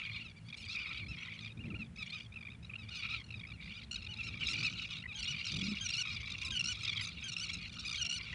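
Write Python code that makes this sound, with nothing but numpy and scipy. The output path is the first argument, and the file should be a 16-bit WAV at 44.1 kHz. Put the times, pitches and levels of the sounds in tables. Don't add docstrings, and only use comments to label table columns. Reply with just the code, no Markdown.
import sys
import numpy as np
from scipy import signal
from scipy.io import wavfile
from scipy.ndimage import uniform_filter1d

SR = 44100
rng = np.random.default_rng(int(sys.argv[2]) if len(sys.argv) > 2 else 0)


def generate_wav(sig):
    pcm = np.round(np.clip(np.atleast_2d(sig).T, -1, 1) * 32767).astype(np.int16)
    wavfile.write(sys.argv[1], SR, pcm)


N = 367794

CRY_FALL = 0.0844
CRY_ODD_DB = -5
NEAR_TILT_DB = 3
NOTE_S, BREAK_S, RISE_S, CLOSE_S = .02, .021, .026, .023
SHORT_WAIT_S, WAIT_S = .030, .0077
WHISTLE_BEND, NOTE_BEND = np.array([1.08, 1.09, 1.02]), np.array([1.0, 1.0, .99])
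RISE_BEND, CLOSE_BEND = np.array([.97, 1.01, 1.03]), np.array([1.03, .99, .89])
PIP_SLIDE, RATTLE_SLIDE = .045, -.025

# start t/s, first pip t/s, pips, pitch f/Hz, level/dB
NEAREST_PHRASES = [(5.151, 5.232, 2, 1473, -43), (5.809, 5.893, 5, 1458, -39), (6.519, 6.598, 5, 1463, -38),
                   (7.24, 7.323, 5, 1466, -42), (7.978, 8.053, 5, 1458, -40)]
RATTLE_TIMES = [0, .014, .047, .062, .077]


def nearest_bird():
    cries, pips = [], []
    for start, rattle, count, hz, db in NEAREST_PHRASES:
        note = rattle - BREAK_S - NOTE_S
        times = rattle + np.array(RATTLE_TIMES[:round(count)])
        full = len(times) == len(RATTLE_TIMES)
        close = times[-1] + (WAIT_S if full else SHORT_WAIT_S)
        cries += [(start, note - start, hz * WHISTLE_BEND, db, NEAR_TILT_DB - 2, -21),
                  (note, NOTE_S, hz * NOTE_BEND, db, NEAR_TILT_DB, CRY_ODD_DB),
                  (close, RISE_S, hz * RISE_BEND, db, NEAR_TILT_DB, -10),
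                  (close + RISE_S, CLOSE_S, hz * CLOSE_BEND, db, NEAR_TILT_DB, CRY_ODD_DB)]
        pips += [(s, .945 * hz, db + 1.5, NEAR_TILT_DB + .64, -6.5, RATTLE_SLIDE) for s in times]
    return cries, pips


# t/s, length/s, mid-cry pitch f/Hz, rise into it as a share,
# level/dB, tilt/dB per harmonic above the second
NEAR_CRIES = [(0.144, 0.037, 1215, -.04, -43.5, -3.5), (0.204, 0.025, 1406, .06, -47.5, -10),
              (0.246, 0.029, 1312, -0.036, -46.5, -2.5), (0.361, 0.032, 1170, 0.047, -61, 1.5),
              (0.451, 0.045, 1133, .03, -67, 5), (0.567, 0.058, 1354, 0.012, -63, 7),
              (0.692, 0.073, 1336, 0.096, -44.5, 0), (0.774, 0.099, 1165, -0.065, -46, -1.5),
              (0.854, 0.066, 1263, 0.0048, -42, -6), (0.982, 0.057, 1217, -0.077, -49.5, -4),
              (1.084, 0.041, 1335, 0.058, -46, -0.5), (1.112, 0.043, 1255, 0.0069, -48, -4),
              (1.409, 0.032, 1225, 0.0054, -49.5, 0.5), (1.591, 0.042, 1416, 0.14, -56, -10),
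              (1.702, 0.022, 1300, -0.039, -45, -11), (1.743, 0.029, 1396, 0.2, -45.5, -18),
              (1.791, 0.042, 1324, -0.024, -46.5, -5.5), (1.984, 0.048, 1290, -0.035, -43.5, -1),
              (2.123, 0.053, 1262, 0.06, -43.5, -0.5), (2.359, 0.019, 1305, 0.016, -46, -8.5),
              (2.784, 0.042, 1293, 0.012, -49.5, -2.5), (2.831, 0.026, 1184, 0.033, -58, 1.5),
              (2.874, 0.029, 1244, .2, -59, -1), (2.908, 0.044, 1394, -0.051, -48, -4),
              (2.948, 0.064, 1197, -0.059, -47, 3), (3.086, 0.063, 1261, 0.1, -42.5, -2.5),
              (3.353, 0.032, 1234, -0.029, -52.5, -1), (3.536, 0.029, 1396, -0.021, -57, -4),
              (3.732, 0.065, 1223, 0.11, -51.5, 1), (3.961, 0.038, 1482, -0.14, -51.5, -6),
              (4.089, 0.044, 1500, 0.023, -50.5, -3.5), (4.186, 0.035, 1313, -0.022, -42, -8),
              (4.231, 0.065, 1350, 0.078, -45.5, 2), (4.341, 0.042, 1202, 0.025, -50, -15),
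              (4.435, 0.018, 1410, 0.045, -47, 3), (4.487, 0.04, 1377, 0.061, -40, 4),
              (4.633, 0.05, 1280, 0.02, -38, 2), (4.787, 0.046, 1520, -0.0053, -49.5, -5),
              (4.903, 0.038, 1250, -.04, -49.5, 2), (4.907, 0.055, 1460, -0.0043, -53, 0.5),
              (5.076, 0.053, 1265, 0.0012, -45.5, -8), (5.322, .03, 1236, .02, -42, -6),
              (5.381, 0.037, 1170, -0.001, -44, -2), (5.63, 0.046, 1198, -0.086, -45, 3),
              (5.678, 0.052, 1295, 0.07, -45.5, 3), (6.033, 0.084, 1277, 0.026, -44.5, -10),
              (6.083, 0.024, 1270, 0.025, -46, 0.5), (6.448, 0.028, 1287, -0.072, -44.5, 5),
              (7.01, 0.04, 1244, 0.038, -44.5, 5), (7.462, 0.051, 1340, 0.012, -51, -5),
              (7.532, 0.016, 1350, -0.018, -42, 4), (7.617, 0.032, 1253, .02, -50, -12),
              (7.793, 0.0202, 1396, 0.041, -50, 4.5), (7.849, 0.037, 1238, 0.082, -43, 4)]


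def arched_cries():
    return [(s, length, [hz * (1 - rise), hz, hz * (1 - CRY_FALL)], db, tilt_db, CRY_ODD_DB)
            for s, length, hz, rise, db, tilt_db in NEAR_CRIES]


# first t/s, last t/s, pips (rounded), pitch f/Hz,
# level/dB, tilt/dB per harmonic above the second
PIP_RUNS = [(.008, .028, 2, 1290, -46, -12), (.045, .08, 3, 1140, -52, -5), (.103, .12, 2, 1155, -46, -5),
            (0.287, .316, 3, 1193, -55.5, 0), (.49, .505, 2, 1200, -52.5, 1.5),
            (0.531, .547, 2, 1210, -48, -2), (0.576, 0.66, 2, 1016, -63, 7.5),
            (0.63, .651, 2, 1143, -57.5, 5.5), (.665, .665, 1, 1160, -50, 2),
            (.695, .76, 4.6, 1178, -53.5, 4), (.79, 0.88, 1.2, 1150, -51, 0.5),
            (.895, .895, 1, 1170, -56, 2.5), (.935, .96, 1.8, 1204, -51, 1.5),
            (1.045, 1.068, 2, 1204, -51, -1), (1.153, 1.3, 0.86, 1290, -39.5, -17),
            (1.175, 1.255, 6, 1080, -47, -6), (1.27, 1.287, 2, 1090, -43, -4.5),
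            (1.305, 1.34, 3, 1147, -51, 0), (1.362, 1.394, 3, 1112, -52, -9),
            (1.45, 1.479, 3, 1202, -44.5, -1), (1.506, 1.522, 1.8, 1260, -51.5, -4),
            (1.577, 1.577, 1, 1154, -56, -5), (1.642, 1.642, 1, 1210, -50, -9),
            (1.659, 1.659, 1, 1336, -50, -6), (1.67, 1.687, 2, 1060, -55.5, -4),
            (1.832, 1.866, 3, 1210, -57.5, -4), (1.964, 1.977, 2, 1205, -55.5, 3.5),
            (2.029, 2.105, 3.4, 1117, -50.5, 4), (2.188, 2.205, 2, 1152, -51, 3),
            (2.22, 2.265, 4.2, 1163, -59.5, 3), (2.326, 2.326, 1, 1190, -53.5, -4),
            (2.344, 2.344, 0.92, 1280, -52.5, -7), (2.39, 2.391, 1.1, 1210, -49, -7),
            (2.413, 2.431, 2, 1177, -47.5, -3.5), (2.455, 2.489, 3.1, 1177, -48, -7.5),
            (2.505, 2.552, 3.77, 1222, -50.5, -6), (2.632, 2.632, 1, 1250, -54.5, -1),
            (2.651, 2.651, 1.01, 1316, -51, -2.5), (2.668, 2.668, 0.89, 1400, -56.5, -2.5),
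            (2.7, 2.716, 2, 1255, -46.5, -24), (2.74, 2.741, 1.03, 1238, -45.5, -21),
            (2.76, 2.76, 1, 1354, -44, -17), (2.892, 2.891, 1.04, 1157, -47, 2.5),
            (2.93, 3.05, 9, 1180, -48.5, 0.5), (3.157, 3.218, 5, 1130, -52, 1.5),
            (3.245, 3.29, 3, 1434, -59, 0), (3.31, 3.345, 3, 1300, -47.5, -6),
            (3.399, 3.415, 2, 1170, -47.5, -3), (3.438, 3.455, 2, 1145, -48, -6),
            (3.474, 3.522, 3.66, 1234, -47, -4), (3.63, 3.72, 7, 1194, -55.5, 0),
            (3.819, 3.835, 2, 1116, -52, 0), (3.916, 3.962, 3.73, 1419, -41.5, 2.5),
            (4.028, 4.07, 3, 1313, -47.5, -0.5), (4.14, 4.175, 2, 1296, -48, 1.5),
            (4.473, 4.486, 2, 1257, -39.5, 4), (4.537, 4.538, 1.1, 1158, -44.5, 5),
            (4.59, 4.632, 3, 1205, -38.5, 1.5), (4.822, 4.854, 1.8, 1272, -45, 1),
            (4.97, 5.003, 1.57, 1304, -48, -1), (5.043, 5.061, 1.74, 1057, -45, -11),
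            (5.131, 5.146, 2.14, 1366, -48.5, -1.5), (5.252, 4.8, 0.92, 1340, -49, -3),
            (5.369, 5.369, 1, 1220, -40, -7), (5.455, 5.487, 3, 1366, -41.5, 2.5),
            (5.522, 5.616, 5.26, 1166, -42, 4), (5.756, 5.8, 4, 1270, -55.5, 3.5),
            (6.063, 6.079, 1.86, 1257, -46, 2.5), (6.098, 6.168, 5.1, 1253, -48.5, 3),
            (6.261, 6.28, 2, 1315, -50, 2.5), (6.305, 6.321, 2, 1253, -45, 3),
            (6.386, 6.385, 0.87, 1234, -48.5, 3.5), (6.42, 6.435, 2, 1198, -47.5, 5),
            (6.485, 6.51, 1.9, 1283, -43.5, 4.5), (6.758, 6.771, 2.27, 1323, -51, 3),
            (6.795, 6.821, 2.62, 1356, -55, 4.5), (6.837, 6.853, 1.8, 1261, -38.5, 3),
            (6.882, 6.898, 2, 1212, -34.5, 0), (6.933, 6.932, 1, 1132, -42, 3.5),
            (6.976, 7.5, 2, 1143, -40, 2), (7.059, 7.091, 2.74, 1230, -51, 5.5),
            (7.215, 7.233, 1.9, 1320, -59, 3.5), (7.468, 7.468, 1, 1346, -50.5, 3.5),
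            (7.492, 7.52, 3, 1330, -51, 3), (7.555, 7.555, 1, 1330, -42.5, -1),
            (7.573, 7.59, 2, 1313, -53, 2.5), (7.682, 7.699, 2, 1274, -50, 1),
            (7.73, 7.744, 2.2, 1200, -53, 5), (7.898, 7.948, 3.9, 1180, -41.5, 4),
            (7.961, 7.974, 2.12, 1249, -43.5, 4), (8.3, 8.3, 1, 1143, -47, -9),
            (8.333, 8.333, 1, 960, -41, -14)]


def pip_runs():
    arch, sag = .029, .03
    pips = []
    for first, last, count, hz, db, tilt_db in PIP_RUNS:
        for u in np.linspace(-1, 1, round(count)) * (count > 1):
            s = (first + last + u * (last - first)) / 2
            pips.append((s, hz * (1 - arch * (u * u - .5) - sag * u), db, tilt_db, 0, PIP_SLIDE))
    return pips


def near_terns():
    out = np.zeros((2, N))
    phrase_cries, rattle_pips = nearest_bird()
    cries, pips = arched_cries() + phrase_cries, pip_runs() + rattle_pips
    hoarseness = 1.4
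    unsteady = throat(.010, 410, hoarseness)
    for (s, length, hz, db, tilt_db, odd_db), side in zip(cries, rng.normal(0, 1, len(cries))):
        add_note(out, unsteady, side, s, length, hz, voice(db, tilt_db, odd_db), edge=.003)
    pip_s, hoarseness = .009, 1.7
    unsteady = throat(.011, 410, hoarseness)
    chances = rng.normal(0, 1, (len(pips), 11))
    for (s, hz, db, tilt_db, odd_db, slide), (side, louder, higher, *colour) in zip(pips, chances):
        levels = voice(db + .5 * louder, tilt_db, odd_db) + .33 * np.array(colour)
        hz = hz * (1 + .013 * higher)
        bend = [(1 - slide) * hz, hz, (1 + .4 * slide) * hz]
        add_note(out, unsteady, side, s - pip_s / 2, pip_s, bend, levels, edge=.0013)
    return out


VOICE_HARMONICS = [-17.5, 0, -2.5, -10.5, -21.5, -34.5, -47.5, -48.5]


def voice(db, tilt_db, odd_db):
    k = np.arange(1, 9)
    tilt = tilt_db * np.maximum(k - 2, 0)
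    odd = odd_db * (k % 2) * (k > 1)
    fundamental = -.028 * np.clip(tilt_db, -6, 6) * (k == 1)
    return db + np.array(VOICE_HARMONICS) + tilt + odd + fundamental


def throat(wobble, wobble_rate, hoarseness):
    pitch = 1 + wobble * drift(wobble_rate) + .012 * drift(22)
    gains = []
    for k in range(len(VOICE_HARMONICS)):
        wander = from_db(3.6 * drift(30))
        shake = 1 + hoarseness * (.07 + .03 * k) * drift(550)
        gains.append(wander * shake)
    return np.array([pitch, *gains])


def add_note(out, unsteady, side, s, length, hz, db, edge):
    first = max(round((s - edge) * SR), 0)
    last = np.clip(round((s + length + edge) * SR), first, N)
    t = np.arange(first, last) / SR - s
    u = t / length
    pitch = hz[0] * (1 - u) * (1 - 2 * u) + 4 * hz[1] * u * (1 - u) + hz[2] * u * (2 * u - 1)
    phase = 2 * np.pi * np.cumsum(pitch * unsteady[0, first:last]) / SR
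    ramp = np.clip(np.minimum(t + edge, length + edge - t) / (2 * edge), 0, 1)
    shape = np.sin(np.pi / 2 * ramp) ** 2
    k = np.arange(1, len(db) + 1)
    harmonics = unsteady[k, first:last] * np.sin(k[:, None] * phase)
    out[:, first:last] += shape * (from_db(db) @ harmonics) * [[1], [side]]


# t/s, level/dB
CROWD_LEVEL = [(0.0, -43), (.55, -59), (.75, -44), (1.4, -52), (1.7, -67.5), (2.01, -49.5), (2.15, -50.5),
               (2.7, -69), (2.86, -65.5), (2.93, -48), (3.16, -41), (3.64, -49.5), (4.1, -57.5),
               (4.51, -39), (4.95, -47.5), (5.32, -44), (6.76, -47.5), (7.02, -41.5), (7.15, -50.5),
               (8.33, -47)]
# from t/s, to t/s, depth/dB
CROWD_LULLS = [(0.243, 0.51, 16), (1.033, 1.102, 33), (1.513, 1.597, 22), (1.84, 1.984, 32),
               (2.237, 2.617, 25), (3.185, 3.587, 27), (3.847, 3.939, 17), (5.017, 5.148, 23),
               (7.693, 7.72, 18)]


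def crowd_db():
    t = np.arange(N) / SR
    edge_s = .079
    dips = [db * np.clip(np.minimum(t - start, end - t) / edge_s + .5, 0, 1)
            for start, end, db in CROWD_LULLS]
    return in_time(CROWD_LEVEL)[0] - sum(dips)


# t/s, tilt/dB per harmonic above the second
FLOCK_NEARING = [(3.6, -5), (4.6, -3)]


def crowd(count, pip_gap=.018, colour_db=4.5, rasp_db=2.0):
    out = np.zeros((2, N))
    hoarseness = 2.0
    unsteady = throat(.012, 300, hoarseness)
    draws, colours = rng.random((count, 6)), rng.normal(0, 1, (count, 8))
    for bird, ((when, pitch, before, after, size, side), colour) in enumerate(zip(draws, colours)):
        s = (bird + when) / count * (N / SR + .2) - .1
        hz = 1150 + 400 * pitch ** 1.3
        lead, trail = int(before * 7), int(after * 5)
        length = .012 + .045 * size ** 2
        tilt_db = np.interp(s, *np.transpose(FLOCK_NEARING)) + .95 * before
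        levels = voice(.5 * before, tilt_db, 1.8) + colour_db * colour
        notes = []
        for left in range(lead, 0, -1):
            at = s - left * pip_gap - .016 * (left // 3)
            notes.append((at, .007, [.92, .955, .97]))
        notes.append((s, length, [.96, 1.03, .92]))
        for k in range(trail):
            notes.append((s + length + .008 + k * pip_gap, .007, [.93 - .01 * k] * 3))
        for at, long, bend in notes:
            add_note(out, unsteady, 8.2 * (side - .5), at, long, hz * np.array(bend), levels, edge=.00199)
    out *= from_db(rasp_db * drift(210))
    loudness = np.sqrt(uniform_filter1d(out[0] ** 2, size=9000) + 1e-9)
    return from_db(crowd_db()) * out / loudness


def air_hiss(voices):
    band = signal.butter(2, [4000, 8000], "band", fs=SR, output="sos")
    loudness = np.sqrt(np.abs(uniform_filter1d(signal.sosfilt(band, voices[0]) ** 2, size=90)))
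    noise = rms_one(signal.sosfilt(band, rng.standard_normal(N)))
    return from_db(-21) * loudness * noise * [[1], [1]]


# t/s and length/s (both trimmed for the soft edges below), start f/Hz, end f/Hz, level/dB
THIN_WHISTLES = [(0.095, 0.12, 4050, 4020, -56), (0.982, 0.15, 4160, 3920, -62),
                 (3.515, 0.069, 4200, 3900, -67), (4.06, 0.15, 827, 847, -69), (4.521, 0.1, 850, 835, -69),
                 (5.104, 0.132, 773, 887, -69), (6.415, 0.13, 1015, 1023, -61),
                 (8.02, 0.11, 664, 666, -63.5)]


def thin_whistles():
    out, steady = np.zeros((2, N)), np.ones((2, N))
    for s, length, start_hz, end_hz, db in THIN_WHISTLES:
        bend = [start_hz, 1.04 * (start_hz + end_hz) / 2, end_hz]
        add_note(out, steady, 0, s + .0078, length - .03, bend, [db], edge=.025)
    return out


def beach(x, echo_db=-12, tail_db=-22, tail_s=.035):
    decay = np.exp(-np.arange(6000) / SR / tail_s)
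    response = from_db(tail_db) * rng.standard_normal(6000) * decay / np.sqrt(tail_s * SR / 2)
    response[0], response[round(.0021 * SR)] = 1, from_db(echo_db)
    return signal.fftconvolve(x, response[None], axes=1)[:, :N]


# f/Hz, relative level/dB per Hz
SURF_SPECTRUM = [(300, 6), (600, 1), (1000, -1.5), (2000, 1), (4000, -10), (11000, -15)]


def surf():
    return from_db(-68) * banded_noise(SURF_SPECTRUM, patchy_db=.4, patch_rate=10.)


# peak t/s, length/s, rise/dB over the steady wind (before its knocks),
# added upper rumble/dB
WIND_GUSTS = [(1.07, 0.36, 9.5, 2), (1.71, 0.6, 12.5, 7.5), (3.402, 0.41, 4.5, 0.5), (4.403, 0.4, 4.5, 8),
              (4.609, 0.31, 7, 9.5), (5.005, 0.26, 0.5, 0), (5.59, 0.26, 7, 6.5), (6.508, 0.13, 6, 2.5)]


def gusts_db():
    t = np.arange(N) / SR
    rise_db, reach_db = 0, 0
    for s, length, rise, reach in WIND_GUSTS:
        swell = np.cos(np.pi * np.clip((t - s) / length, -.5, .5)) ** 2
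        rise_db, reach_db = rise_db + rise * swell, reach_db + reach * swell
    steady_db = -56 + .4772 * t
    knocks = 1 + .2 * drift(19.3)
    return steady_db + rise_db * knocks, reach_db


# f/Hz, relative level/dB per Hz
WIND_SPECTRUM = [(20, -17), (40, -14), (70, 5.5), (200, -4), (300, -19.5), (500, -46), (900, -56)]


def wind():
    gust_db, reach_db = gusts_db()
    lumps = banded_noise(WIND_SPECTRUM, patchy_db=3.0, patch_rate=8.9)
    upper = signal.sosfilt(signal.butter(2, 130, "high", fs=SR, output="sos"), lumps)
    rustle_band = signal.butter(2, [260, 520], "band", fs=SR, output="sos")
    rustle = rms_one(signal.sosfilt(rustle_band, rng.standard_normal(N)))
    upper = upper + from_db(-30 + 2.9 * drift(30)) * rustle
    return from_db(gust_db) * (lumps + (from_db(reach_db) - 1) * upper)


# t/s, f/Hz, level/dB
PORT_SONG = [(5.5, 172.3, -68), (5.55, 174.3, -45), (5.69, 201.9, -37), (5.74, 204, -39.5),
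             (5.775, 205, -74)]


def singing_port():
    t = np.arange(N) / SR
    hz, db = in_time(PORT_SONG)
    sings = (t > PORT_SONG[0][0]) & (t < PORT_SONG[-1][0])
    level = sings * from_db(db + 3.4 * drift(77.7))
    return level * np.sin(2 * np.pi * np.cumsum(hz * (1 + .043 * drift(32.0))) / SR)


# multiple of 110.6 Hz, relative level/dB
LOW_HUM = [(1, 0), (1.5, -4), (2, -8)]


def hum():
    phase = 2 * np.pi * np.cumsum(110.6 * (1 + .0177 * drift(7.96))) / SR
    return sum(from_db(-58 + db + 4.2 * drift(5.1)) * np.sin(k * phase) for k, db in LOW_HUM)


def from_db(db):
    return 10 ** (np.asarray(db) / 20)


def rms_one(x):
    return x / np.sqrt(np.mean(x ** 2) + 1e-20)


def in_time(rows):
    s, *columns = np.transpose(rows)
    return [np.interp(np.arange(N) / SR, s, c) for c in columns]


def drift(rate):
    r = np.exp(-20 * np.pi * rate / SR)
    slow = signal.lfilter([1], [1, -2 * r, r * r], rng.standard_normal(N // 10 + 4002))[4000:]
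    return np.interp(np.arange(N) / 10, np.arange(len(slow)), rms_one(slow))


def banded_noise(spectrum, patchy_db, patch_rate):
    out, together = 0, drift(patch_rate)
    edges = 20 * 2 ** np.arange(0, 9.6, .5)
    white = rng.standard_normal((2, N))
    hz, db = np.transpose(spectrum)
    above = -90 if hz[-1] < 5000 else db[-1]
    for k, (low, high) in enumerate(zip(edges, edges[1:])):
        level_db = np.interp(np.log(low * high) / 2, np.log(hz), db, left=-90, right=above)
        if level_db > -80:
            band = signal.sosfilt(signal.butter(2, [low, high], "band", fs=SR, output="sos"), white[k % 2])
            flicker_db = patchy_db * (.5 * together + drift(patch_rate))
            out = out + band * from_db(level_db + flicker_db)
    return rms_one(out)


def scene():
    terns = near_terns() + crowd(count=480)
    terns = terns + air_hiss(terns)
    terns = signal.sosfilt(signal.butter(4, 1080, "high", fs=SR, output="sos"), terns)
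    mid, side = beach(terns + thin_whistles())
    side_band = signal.butter(1, [1700, 7000], "band", fs=SR, output="sos")
    side = from_db(-27.5) * signal.sosfilt(side_band, side)
    mid = mid + surf() + wind() + singing_port() + hum()
    return np.array([mid + side, mid - side])


def record(dry):
    return signal.sosfilt(signal.cheby2(14, 60, 11600, fs=SR, output="sos"), dry)


dry = scene()
out = record(dry)
generate_wav(out)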